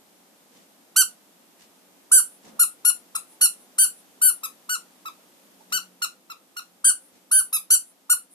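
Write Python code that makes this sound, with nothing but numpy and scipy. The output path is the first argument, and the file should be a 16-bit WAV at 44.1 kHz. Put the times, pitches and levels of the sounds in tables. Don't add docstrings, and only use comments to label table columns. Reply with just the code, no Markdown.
import sys
import numpy as np
from scipy import signal
from scipy.fft import rfft, irfft
from scipy.io import wavfile
from scipy.ndimage import uniform_filter1d, minimum_filter1d

SR = 44100
rng = np.random.default_rng(int(sys.argv[2]) if len(sys.argv) > 2 else 0)


def bounce(signal):
    frames = np.transpose(np.atleast_2d(signal))
    limited = np.clip(frames, -1, 1)
    pcm = np.round(limited * 32767).astype(np.int16)
    wavfile.write(sys.argv[1], SR, pcm)


N = 367970

# f/Hz, relative density/dB
AIR_SPECTRUM = [(24, -82.5), (40, -32.5), (147, -20.5), (178, -7), (271, -5.5), (431, -11.5), (525, -8.5),
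                (565, -10.5), (758, -11), (1180, -16), (1970, -19), (2850, -19), (3460, -19), (4320, -20.5),
                (14000, -20)]
SWISH_SPECTRUM = [(200, -5), (700, -5.5), (2000, 0), (6000, 0), (9000, -2.5), (14000, -26)]
BUMP_SPECTRUM = [(40, -22), (120, -15), (200, 4.5), (330, -2), (700, -4), (2000, -20.5), (6000, -45)]
PUFF_SPECTRUM = [(15, -6.5), (35, -2), (80, -3), (150, 1), (400, -31.5)]
REFILL_SPECTRUM = [(1500, -26), (5000, -24.5), (8000, 0), (10000, 12), (12000, 0.5), (14500, -25)]
CHIFF_SPECTRUM = [(150, -15), (600, -9), (1200, 3), (3000, 0), (9000, 0.5), (14000, -5.5)]
# f/Hz, correlation/0-1
STEREO_CORRELATION = [(50, 0), (250, 0.7), (600, .45), (1500, 0), (14000, .05)]
# t/s, level/dB
AIR_ENVELOPE = [(0, -56.5), (2, -56), (3.2, -55), (5.6, -55), (6.2, -58.5), (7.1, -58), (8.34, -60.5)]
# f/Hz, level/dB
HUM_TONES = [(182, -79.5), (272, -79), (333, -79.5), (540, -84.5), (1249, -83.5)]
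# f/Hz, T60/s
TAIL_T60 = [(1000, 0.2), (3000, 0.17), (7000, 0.18), (10000, 0.17), (14000, 0.16)]
# f/Hz, level/dB
TAIL_SPECTRUM = [(1400, -9), (3000, -5), (6000, -7.5), (10000, -4), (14000, -9.5)]
# t/s, length/s, swish/dB, bump/dB
CLOTH_STROKES = [(0.494, 0.17, -60, -61.5), (1.58, 0.081, -57, -75), (2.424, 0.089, -53.5, -52.5),
                 (2.468, 0.14, -70, -54.5), (5.691, 0.1, -54, -55), (7.115, 0.089, -63, -62.5)]
# t/s, length/s, level/dB
REFILL_HISSES = [(2.263, .13, -54), (3.264, 0.11, -55), (3.546, .13, -57), (3.918, 0.12, -54),
                 (6.98, 0.14, -57), (7.83, 0.11, -55), (8.291, 0.13, -52)]
# t/s, right lag/ms, overtone left-right/dB, puff against fundamental/dB
TOY_PATH = [(1.0, 0.012, -1.5, -60.5), (2.15, 0.13, -2, -42), (2.9, .19, 6.5, -33), (3.5, .19, -1, -38.5),
            (4.3, 0.25, 4, -48), (6.5, .23, 3, -41.5), (7.399, .2, 0, -35), (8.1, .14, 2, -47.5)]
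# the squeaks, plus a faint peep at 3.3 s as air is drawn back in
# t/s, length/s, top pitch/Hz, crest position/0-1, pitch rise/ms, fundamental/dB,
# overtones/dB, shrill band lift/dB, its centre/Hz, its width/Hz, fundamental left-right/dB
REED_SOUNDS = [(0.96, 0.068, 1550, 0.45, 6.3, -28, -28, 13, 9900, 3100, -4.5),
               (2.115, 0.084, 1564, 0.32, 6, -28.5, -35.5, 27, 10110, 2800, -2.5),
               (2.592, 0.05, 1450, 0.22, 4.5, -30, -34.5, 22, 10100, 2020, -7.5),
               (2.847, 0.06, 1447, .72, 3.16, -33, -32.5, 18, 10150, 2030, -8),
               (3.149, 0.02, 1365, 0.36, 1.94, -33, -38, 15, 9800, 1890, -5),
               (3.315, 0.024, 900, .5, 3.8, -63, -80, 0, 10000, 2400, -4),
               (3.409, 0.058, 1511, 0, 4.5, -35.5, -28.5, 15.5, 10140, 2200, -2),
               (3.781, 0.076, 1552, .46, 5.1, -35, -33, 19, 10060, 2400, -5),
               (4.214, 0.094, 1522, 0.4, 3.7, -32.5, -37, 23.5, 10250, 2000, -7.5),
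               (4.432, 0.032, 1335, 0.21, 3.2, -36, -40, 11, 11800, 1900, 4),
               (4.691, 0.071, 1490, 0.3, 3.4, -29.5, -36, 6.5, 9000, 2390, -1.5),
               (5.054, 0.036, 1314, 0.35, 2.1, -35, -43, -11.5, 8600, 2420, -2.5),
               (5.605, 0.016, 932, .7, 4.3, -52.5, -80, 0, 10100, 2400, -13),
               (5.721, 0.064, 1526, 0.36, 8.5, -30, -29.5, -1, 10000, 2390, -0.5),
               (6.018, .035, 1447, 0.24, 2.15, -29.5, -30, -2, 11100, 2400, -7),
               (6.298, 0.029, 1372, 0.2, 1.9, -39.5, -43.5, -13, 9500, 2400, -1),
               (6.565, .034, 1441, 0.49, 1.6, -37, -39.5, -4, 9400, 2400, -3.5),
               (6.842, 0.068, 1606, 0.05, 4.18, -30, -33, 20.5, 9370, 1900, 0),
               (7.312, 0.1, 1544, 0.64, 4.8, -31, -37, 24, 10400, 2170, -0.5),
               (7.526, 0.049, 1329, 0.23, 3.1, -39.5, -36, 16.5, 11250, 1720, 1),
               (7.702, 0.055, 1539, 0.52, 5.1, -37, -32.5, 20.5, 9580, 2650, -5.5),
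               (8.096, .04, 1464, .66, 3.3, -29, -34, 20.5, 10300, 2400, -7)]


def gain_of(db):
    return 10 ** (np.asarray(db) / 20)


def unit_rms(x):
    return x / np.sqrt(np.mean(x ** 2) + 1e-20)


def lookup(table, hz):
    table_hz, values = np.transpose(table)
    return np.interp(np.log(hz + 1), np.log(table_hz + 1), values)


def shaped(x, spectrum):
    size = x.shape[-1]
    return irfft(rfft(x) * gain_of(lookup(spectrum, np.fft.rfftfreq(size, 1 / SR))), size)


def wander(size, rate_hz):
    hz = np.fft.rfftfreq(size + 8192, 1 / SR)
    white = rfft(rng.standard_normal(size + 8192))
    return unit_rms(irfft(white / (1 + (hz / rate_hz) ** 4)))[:size]


def noise(spectrum):
    hz = np.fft.rfftfreq(N, 1 / SR)
    left, other = rfft(rng.standard_normal((2, N)))
    correlation = np.clip(lookup(STEREO_CORRELATION, hz), 0, 1)
    right = correlation * left + np.sqrt(1 - correlation ** 2) * other
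    return unit_rms(irfft(np.array([left, right]) * gain_of(lookup(spectrum, hz)), N))


def swells(starts_s, lengths_s, levels_db):
    t = np.arange(N) / SR
    return sum(gain_of(db) * np.sin(np.pi * np.clip((t - start_s) / length_s, 0, 1))
               for start_s, length_s, db in zip(starts_s, lengths_s, levels_db))


def background(drift_hz=3, swell_start_s=5.6, swell_length_s=.45, swell_db=16):
    air = noise(AIR_SPECTRUM) * gain_of(np.interp(np.arange(N) / SR, *np.transpose(AIR_ENVELOPE)))
    hums = []
    for hz, db in HUM_TONES:
        cycles = np.cumsum(hz + drift_hz * wander(N, 11.7)) / SR
        hums.append(gain_of(db) * np.sqrt(2) * np.sin(2 * np.pi * cycles))
    return air + sum(hums) + hums[0] * swells([swell_start_s], [swell_length_s], [swell_db])


def room(x, first_echo_s=.0062, near_db=-21, near_t60_s=.06):
    size, step = 12288, 12
    delay_s = np.arange(size) / SR
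    taps = np.zeros((2, size))
    slots = np.arange(0, size - step, step)
    positions = slots + rng.integers(0, step, (2, len(slots)))
    np.put_along_axis(taps, positions, rng.choice([-1., 1.], positions.shape), 1)
    taps *= delay_s > first_echo_s
    hz, t, bands = signal.stft(taps, SR, nperseg=256)
    decay = gain_of(-60 * t / lookup(TAIL_T60, hz)[:, None])
    tail = signal.istft(bands * decay, SR, nperseg=256)[1][:, :size]
    tail = shaped(tail / np.linalg.norm(tail[0]), TAIL_SPECTRUM)
    near = taps * rng.standard_normal(taps.shape) * gain_of(-60 * delay_s / near_t60_s)
    near *= gain_of(near_db) / np.linalg.norm(near[0])
    direct = delay_s == 0
    return signal.fftconvolve(x, direct + near + tail, axes=1)


def cloth(grain_db=3):
    starts_s, lengths_s, swish_db, bump_db = np.transpose(CLOTH_STROKES)
    grain = unit_rms(gain_of(grain_db * wander(N, 200)))
    swish = swells(starts_s, lengths_s, swish_db) * grain * noise(SWISH_SPECTRUM)
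    bump = swells(starts_s, lengths_s, bump_db) * noise(BUMP_SPECTRUM)
    return swish + bump


def refills():
    return swells(*np.transpose(REFILL_HISSES)) * noise(REFILL_SPECTRUM)


def puffs(lead_s=.012, length_s=.04):
    starts_s, fundamental_db = np.array(REED_SOUNDS)[:, [0, 5]].T
    path_s, _, _, puff_db = np.transpose(TOY_PATH)
    levels_db = fundamental_db + np.interp(starts_s, path_s, puff_db)
    return swells(starts_s - lead_s, np.full(len(starts_s), length_s), levels_db) * noise(PUFF_SPECTRUM)


def chiff(t, peak_s=.0056):
    rush = shaped(rng.standard_normal((2, len(t))), CHIFF_SPECTRUM)
    age = np.maximum(t, 0) / peak_s
    return unit_rms(rush) * age ** 2 * np.exp(1 - age ** 2)


def pitch_arch(t, length_s, crest, rise_ms, drop_s=.0029):
    t = np.clip(t, 0, length_s)
    progress = t / length_s
    crest = np.clip(crest, .02, .9)
    snap = .2 * np.exp(-1000 * t / max(rise_ms, 1))
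    creep = .02 * np.clip(1 - progress / crest, 0, 1) ** 2
    sag = .12 * np.clip((progress - crest) / (1 - crest), 0, 1) ** 2.2
    drop = .079 * np.exp((t - length_s) / drop_s)
    return 1 - snap - creep - sag - drop


def pitch_jitter(t, length_s, top_hz, snap_s=.0035, steady_hz=1440, weak_range_hz=120):
    snap = .035 * np.exp(-abs(t) / snap_s)
    slack = .009 * np.clip(2 * t / length_s - 1, 0, 1) ** 3
    weak = .004 * np.clip((steady_hz - top_hz) / weak_range_hz, 0, 1)
    return (.0005 + snap + slack + weak) * wander(len(t), 900)


def harmonic_envelope(t, length_s, height, low_attack_s=.0031, high_attack_s=.0043):
    attack_s = low_attack_s + height * (high_attack_s - low_attack_s)
    release_share = np.interp(height, [0, 1], [.066, .2])
    rise = 1 - np.exp(-(np.maximum(t, 0) / attack_s) ** 2)
    fall = np.clip((1 - t / length_s) / release_share, 0, 1)
    return rise * fall


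def reed(row, rest_hz=850, lead_s=.004, run_out_s=.016, kick_db=3, kick_peak_s=.0028,
         tilt_db_per_khz=-.5377, dim_db_per_percent=.2057, octave_db=-2,
         whistle_db=-9, hiss_db=-56, chiff_db=-3, flicker_db=1.6, flutter_db=.3):
    (start_s, length_s, top_hz, crest, rise_ms, fundamental_db, overtones_db,
     shrill_db, shrill_hz, shrill_width_hz, low_pan_db) = row
    path_s, lags_ms, pans_db, _ = np.transpose(TOY_PATH)
    lag_s = np.interp(start_s, path_s, lags_ms) / 1000
    high_pan_db = np.interp(start_s, path_s, pans_db)
    t = np.arange(-lead_s, length_s + run_out_s, 1 / SR)
    size = len(t)
    arch = pitch_arch(t, length_s, crest, rise_ms)
    blown = np.interp(t, [-lead_s, 0, length_s, length_s + run_out_s], [0, 1, 1, 0])
    hz = rest_hz + blown * np.maximum(top_hz * arch - rest_hz, 0)
    hz *= 1 + pitch_jitter(t, length_s, top_hz)
    cycles = np.cumsum(hz) / SR - hz * np.array([[0], [lag_s]])
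    dim_db = dim_db_per_percent * 100 * (1 - arch)
    wave = np.zeros((2, size))
    for k in range(1, 12):
        height = min((k - 1) / 6, 1)
        envelope = harmonic_envelope(t, length_s, height)
        if k == 1:
            level_db = fundamental_db + kick_db * np.exp(-(t / kick_peak_s - 1) ** 2)
            envelope = np.maximum(envelope, gain_of(whistle_db) * blown ** 2)
            pan_db = low_pan_db
        else:
            lift_db = shrill_db * np.exp(-.5 * ((k * hz - shrill_hz) / shrill_width_hz) ** 2)
            tilt_db = tilt_db_per_khz * (k * hz - 3000) / 1000
            level_db = overtones_db + tilt_db + lift_db - dim_db + (k == 2) * octave_db
            pan_db = high_pan_db
        flicker = np.sqrt(height) * np.array([wander(size, 20), wander(size, 60)])
        sides = unit_rms(gain_of([[pan_db / 2], [-pan_db / 2]]))
        phase = 2 * np.pi * (k * cycles + .15 * rng.standard_normal())
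        wave += np.sqrt(2) * gain_of(level_db + flicker_db * flicker) * sides * envelope * np.cos(phase)
    wave += gain_of(hiss_db) * abs(wave) * rng.standard_normal(wave.shape)
    wave += gain_of(overtones_db + chiff_db) * chiff(t)
    return start_s - lead_s, wave * gain_of(flutter_db * wander(size, 170))


def reed_sounds(trim_db=.17):
    mix = np.zeros((2, N))
    for row in REED_SOUNDS:
        start_s, wave = reed(row)
        start = round(start_s * SR)
        echoed = room(wave)[:, :N - start]
        mix[:, start:start + echoed.shape[1]] += echoed
    return gain_of(trim_db) * mix


def scene():
    toy = reed_sounds() + puffs() + refills()
    return toy + room(cloth())[:, :N] + background()


def record(dry, ceiling=.82, cutoff_hz=14250):
    allowed = np.minimum(1, ceiling / (abs(dry).max(0) + 1e-9))
    gain = uniform_filter1d(minimum_filter1d(allowed, size=700), size=600)
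    lowpass = signal.firwin(201, cutoff_hz, window=("kaiser", 8), fs=SR)
    return signal.oaconvolve(dry * gain, lowpass[None], "same")


dry = scene()
out = record(dry)
bounce(out)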